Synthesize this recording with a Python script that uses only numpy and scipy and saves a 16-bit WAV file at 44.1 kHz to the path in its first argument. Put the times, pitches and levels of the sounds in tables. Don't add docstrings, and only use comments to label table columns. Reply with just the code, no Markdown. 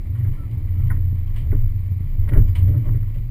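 import sys
import numpy as np
from scipy import signal
from scipy.fft import rfft, irfft
from scipy.io import wavfile
from scipy.ndimage import uniform_filter1d

SR = 44100
rng = np.random.default_rng(int(sys.argv[2]) if len(sys.argv) > 2 else 0)


def unload_wav(signal):
    wavfile.write(
        sys.argv[1],
        SR,
        np.round(np.clip(np.atleast_2d(signal).T, -1, 1) * 32767).astype(np.int16),
    )


N = 145530
T = np.arange(N) / SR


def undb(db):
    return 10 ** (np.asarray(db) / 20)


def unit(x):
    return x / (np.std(x) + 1e-12)


def curve(table, axis=1):
    rows = np.array(table)
    return np.interp(T, rows[:, 0], rows[:, axis])


def colour(x, points):
    hz, db = np.array(points).T
    f = np.maximum(np.fft.rfftfreq(N, 1 / SR), 1)
    gain = undb(np.interp(np.log(f), np.log(hz), db))
    low_cut = np.sqrt(1 + (20 / f) ** 6)
    return unit(irfft(rfft(x) * gain / low_cut, N))


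def band(x, lo_hz, hi_hz, order=4):
    return signal.sosfilt(signal.butter(order, [lo_hz, hi_hz], "band", fs=SR, output="sos"), x)


def walk(rate):
    hold = max(int(SR / rate), 1)
    steps = np.repeat(rng.standard_normal(N // hold + 1), hold)
    return unit(uniform_filter1d(steps, hold)[:N])


def resonance(hz, width_hz):
    f = np.fft.fftfreq(N, 1 / SR)
    response = 1 / (1 + (2 * (f - hz) / width_hz) ** 2)
    z = unit(np.fft.ifft(np.fft.fft(rng.standard_normal(N)) * response))
    return unit(z.real / np.sqrt(abs(z) ** 2 + 0.076))


def grains(spread):
    sizes = np.clip(np.repeat(rng.standard_normal(N // 32 + 1), 32)[:N], -2, 2)
    return unit(rng.standard_normal(N) * np.exp(spread * sizes))


def ring(modes):
    t = T[:SR // 3]
    out = 0
    for k, (hz, db, t60) in enumerate(modes):
        out = out + (-1) ** k * undb(db - 60 * t / t60) * np.sin(2 * np.pi * hz * t)
    return out


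def engine():
    # t/s, firing rate f/Hz before a slight random drift
    firing = [(0.0, 87.05), (0.12, 93.4), (0.48, 98.7), (0.56, 94.44), (0.72, 89.84), (1.44, 86.7),
              (1.6, 96.3), (2.09, 90.2), (2.39, 101), (2.54, 90.03), (2.8, 95.5), (2.85, 92.45),
              (3.14, 99.8), (3.3, 95.6)]
    # t/s, level/dB before the drone and pulse gains
    swell = [(0.0, -32), (0.29, -25.5), (0.49, -51), (0.71, -18.5), (0.73, -25), (1.05, -19), (1.26, -29),
             (1.47, -37.5), (1.51, -18.5), (1.6, -30), (2.01, -21), (2.14, -37), (2.21, -17.5), (2.32, -36),
             (2.34, -20.5), (2.51, -21), (2.55, -40), (2.59, -18.5), (2.67, -14.5), (2.88, -38.5),
             (2.96, -22.5), (3.3, -42.5)]
    cylinder_db = [-2.5, -13, -7, -1.5, -1.5, -5.5, -2.5, 9]
    # f/Hz, relative level/dB
    exhaust_colour = [(30, -17.5), (65, 12.5), (110, 1.5), (140, 1.5), (185, -3), (280, -15.5), (460, -28),
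                      (900, -40.5), (3000, -70), (9000, -100)]
    drone_db, flutter_db, pulse_db, scatter_db = 1.5, 1.5, -14.5, 8.5
    phase = np.cumsum(curve(firing) * (1 + .005 * walk(20))) / SR
    at = np.flatnonzero(np.diff(np.floor(phase)))
    scatter = scatter_db * (2 * rng.random(N)[:len(at)] - 1)
    pulses = np.zeros(N)
    pulses[at] = undb(np.resize(cylinder_db, len(at)) + scatter)
    exhaust = undb(pulse_db) * colour(pulses, exhaust_colour)
    drone = np.sqrt(2) * np.sin(2 * np.pi * phase) * undb(drone_db + flutter_db * walk(30))
    return undb(curve(swell)) * (drone + exhaust)


def body(shake):
    # t/s, level/dB before trim and flutter
    boom_level = [(0.0, -63), (0.19, -18.5), (0.41, -32.5), (0.62, -23), (0.72, -38), (0.86, -20),
                  (1.05, -29.5), (1.15, -22.5), (1.18, -33.5), (1.66, -20.5), (1.7, -31.5), (2.3, -31.5),
                  (2.32, -18), (2.42, -15.5), (2.61, -32.5), (2.78, -13), (2.84, -27.5), (2.94, -18.5),
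                  (3.11, -33), (3.3, -26)]
    # t/s, level/dB before trim and flutter
    shudder_level = [(0.0, -24), (0.24, -41), (0.29, -16), (0.52, -39.5), (0.65, -22.5), (0.76, -26.5),
                     (0.92, -17), (1.16, -34.5), (1.19, -25.5), (1.51, -22), (1.56, -15), (1.96, -34.5),
                     (2.16, -19), (2.3, -22), (2.39, -13), (2.52, -21.5), (2.7, -23), (2.79, -34.5),
                     (2.89, -16), (2.95, -25), (3.21, -23.5), (3.3, -27)]
    boom_hz, boom_width_hz, boom_trim_db, boom_flutter_db = 113.43, 16.8, -1.5, 1.5
    shudder_trim_db, shudder_flutter_db = 0.5, 2
    boom_gain = undb(curve(boom_level) + boom_trim_db + boom_flutter_db * walk(30))
    shudder_gain = undb(curve(shudder_level) + shudder_trim_db + shudder_flutter_db * walk(20))
    return boom_gain * resonance(boom_hz, boom_width_hz) + shudder_gain * shake


def jolts():
    # t/s, level/dB of the push at its peak, length/s of the push
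    jolt_list = [(2.37, -2.5, 0.012), (2.396, -17, 0.0064)]
    ring_hz, ring_t60_s, ring_db = 166.6, .16, -9.5
    out = 0
    for start, db, length in jolt_list:
        age = np.maximum(T - start, 0)
        rise = np.minimum(age / length, 1)
        push = np.sin(np.pi * rise) ** 2
        frame = undb(ring_db - 60 * age / ring_t60_s) * rise * np.sin(2 * np.pi * ring_hz * age)
        out = out - undb(db) * (push + frame)
    return out


def knocks():
    # t/s, thud level/dB, clack level/dB (before the treble cut), chatter decay/s, clack centre f/Hz
    knock_list = [(0.149, -64, -55, 0.011, 1700), (0.204, -41.5, -54, 0.014, 1650),
                  (.245, -49.5, -53, 0.013, 1720), (.27, -39, -57.5, 0.018, 1100),
                  (.901, -40.5, -36, 0.0025, 1620), (.905, -37.5, -36, 0.01, 1400),
                  (.96, -46, -53, 0.013, 1520), (1.513, -62, -46, 0.0083, 2040),
                  (1.524, -25, -45.5, 0.0068, 1198), (1.546, -40.5, -54, 0.0038, 1600),
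                  (2.274, -43, -47, 0.012, 1320), (2.286, -38.5, -41.5, 0.0078, 1898),
                  (2.315, -28, -44.5, 0.01, 1196), (2.329, -33, -38, .018, 1610),
                  (2.353, -26.5, -44, 0.011, 1310), (2.367, -29, -41.5, .018, 1390),
                  (2.674, -33.5, -55, .024, 2000), (2.734, -34, -52, 0.027, 1200),
                  (2.85, -33, -55, 0.028, 1080), (2.887, -46, -45.5, 0.0043, 954),
                  (2.936, -36, -55, .028, 2098), (3.026, -54.5, -55, .006, 1061),
                  (3.158, -44.5, -60.5, 0.0072, 2020)]
    # f/Hz, relative level/dB, t60/s
    low_modes = [(154, 2.5, 0.16), (274.8, 0, 0.16), (303, 3.5, .07), (405, -4.5, 0.09), (462, -14.5, 0.2),
                 (587.5, -5, 0.048)]
    # f/Hz, relative level/dB, t60/s
    high_modes = [(894, -2, 0.15), (1045, -5, 0.18), (1163, 5.5, 0.07), (1270, -1, 0.067), (1464, -7, 0.12),
                  (1688, 0.5, 0.042), (1810, 0, 0.11), (1918, 4.5, 0.042), (2165, 2.5, 0.044),
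                  (2190, -9.5, .05)]
    crack_db, rise_share, focus_octaves = 4, 0.22, 0.96
    hard_blow_s = .007
    count = 2 ** 14
    out = np.zeros(N + SR)
    low, high, t = ring(low_modes), ring(high_modes), T[:count]
    f = np.maximum(np.fft.rfftfreq(count, 1 / SR), 1)

    def peak(v):
        return v / np.sqrt(uniform_filter1d(v * v, size=300).max())

    for start, thud_db, clack_db, length, hz in knock_list:
        contacts = rng.standard_normal(count)
        envelope = np.minimum(t / (rise_share * length), 1) * np.exp(-t / length)
        chatter = contacts * abs(contacts) * envelope
        first_blow = signal.unit_impulse(count) * (hard_blow_s / length) ** 2
        blow = first_blow + chatter / np.linalg.norm(chatter)
        thud = peak(signal.fftconvolve(blow, low)[:count])
        crack = undb(crack_db) * peak(band(chatter, 700, 2300, order=10))
        clack = peak(signal.fftconvolve(chatter, high)[:count]) + crack
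        focus = 1 / (1 + (np.log2(f / hz) / focus_octaves) ** 2)
        clack = peak(irfft(rfft(clack) * focus, count) * (t < t[-1] / 2))
        i = int(start * SR)
        out[i:i + count] += undb(thud_db) * thud + undb(clack_db) * clack
    return signal.sosfilt(signal.butter(10, 2450, fs=SR, output="sos"), out[:N])


def tyres():
    # t/s, rumble level/dB, grit level/dB, both before trim
    tyre_levels = [(0, -45.5, -57.5), (.27, -46, -52.5), (.5, -42, -55), (.7, -45.5, -53.5),
                   (.9, -43.5, -52.5), (1.25, -50, -55.5), (1.48, -41.5, -54.5), (1.72, -49, -55.5),
                   (2.05, -50, -55.5), (2.22, -43.5, -54), (2.38, -36.5, -52.5), (2.52, -44, -53.5),
                   (2.69, -36, -52), (2.8, -44, -52.5), (2.87, -39, -51.5), (3.0, -51, -57),
                   (3.1, -47, -55), (3.3, -49, -59)]
    # f/Hz, relative level/dB
    rumble_colour = [(20, 11), (40, 19.5), (52, 16), (65, 25), (100, 21.5), (140, 1.5), (158, 11.5),
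                     (200, -2.5), (240, 0), (285, 1.5), (345, -5.5), (400, -12.5), (500, -15), (570, -14.5),
                     (720, -22.5), (1100, -30.5), (2500, -56.5)]
    # f/Hz, relative level/dB
    grit_colour = [(300, -13.5), (700, -7), (1080, 6.5), (1500, -6.5), (2000, 5.5), (2380, 3),
                   (2620, -27.5), (2950, -0.5), (3600, -14.5), (4800, -20.5), (6200, -24), (9000, -15),
                   (16000, -35)]
    rumble_trim_db, grit_trim_db, grit_flicker_db = 16, -6.5, 2
    rumble_gain = undb(curve(tyre_levels) + rumble_trim_db)
    rumble = colour(rng.standard_normal(N), rumble_colour) * rumble_gain
    grit_gain = undb(curve(tyre_levels, axis=2) + grit_trim_db + grit_flicker_db * walk(40))
    return rumble + colour(grains(spread=0.28), grit_colour) * grit_gain


def crunches():
    # t/s, level/dB before attack and decay, decay/s
    crunch_list = [(0.511, -52, 0.012), (0.865, -55, 0.025), (1.269, -54.5, 0.014), (1.36, -46, 0.045),
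                   (2.288, -39.5, 0.008), (2.333, -46.5, 0.011), (2.369, -48.5, 0.011), (2.551, -40, 0.036),
                   (2.68, -51, 0.017), (3.141, -55.5, 0.039)]
    # f/Hz, relative level/dB
    crunch_colour = [(300, -16.5), (1050, 0.5), (1450, -9.5), (2100, 3.5), (2650, -4), (3050, 2),
                     (3500, -9), (4600, -14), (6100, -26.5), (7500, -18), (9100, -10), (11000, -32),
                     (13000, -25), (15000, -15.5)]
    attack_s = 0.0024
    power = 0
    for start, db, decay in crunch_list:
        age = np.maximum(T - start, 0)
        envelope = undb(db) * np.minimum(age / attack_s, 1) * np.exp(-age / decay)
        power = power + envelope ** 2
    return np.sqrt(power) * colour(grains(spread=0.17), crunch_colour)


def squeaks():
    # t/s, length/s, middle f/Hz, peak level/dB, fall of the pitch as a share per s
    squeak_list = [(0.359, 0.11, 1335, -52.5, .4), (0.735, .14, 1320, -60.5, .3),
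                   (2.455, .085, 5000, -66, 1.2), (2.465, .05, 7000, -66, .3)]
    out = 0
    for start, length, hz, db, fall in squeak_list:
        age = np.clip(T - start, 0, length)
        pitch = hz * (1 + 0.016 * walk(300) - fall * (age - length / 2))
        tone = np.sin(2 * np.pi * np.cumsum(pitch) / SR)
        out = out + undb(db) * np.sin(np.pi * age / length) * tone
    return out


def air():
    # f/Hz, relative level/dB
    air_colour = [(200, 4), (1080, 3), (1500, -3.5), (2200, 7), (2650, 2.5), (3000, -9), (3800, -2),
                  (4900, -5.5), (6100, -18.5), (7300, -7.5), (8500, -14.5), (9900, -4.5), (11000, -30),
                  (14300, -18.5), (16000, -32)]
    return undb(-64) * colour(rng.standard_normal(N), air_colour)


def scene():
    shake = resonance(hz=26.85, width_hz=11.2)
    throb = 1 + 0.17 * shake
    vehicle = engine() * throb + body(shake) + jolts() + knocks() + squeaks()
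    return (vehicle + tyres() + crunches() + air())[None]


def record(dry):
    image_hz, image_band_hz, image_db = 12000, 2400, -37.5
    knee_hz, mids_db = 910, -9
    top_hz = 15400
    lows = signal.sosfiltfilt(signal.butter(8, image_band_hz, fs=SR, output="sos"), dry)
    mids = signal.sosfiltfilt(signal.butter(2, knee_hz, "high", fs=SR, output="sos"), lows)
    image = (undb(image_db) * lows + undb(mids_db) * mids) * np.cos(2 * np.pi * image_hz * T)
    return signal.sosfilt(signal.ellip(8, .2, 70, top_hz, fs=SR, output="sos"), dry + image)


dry = scene()
out = record(dry)
unload_wav(out)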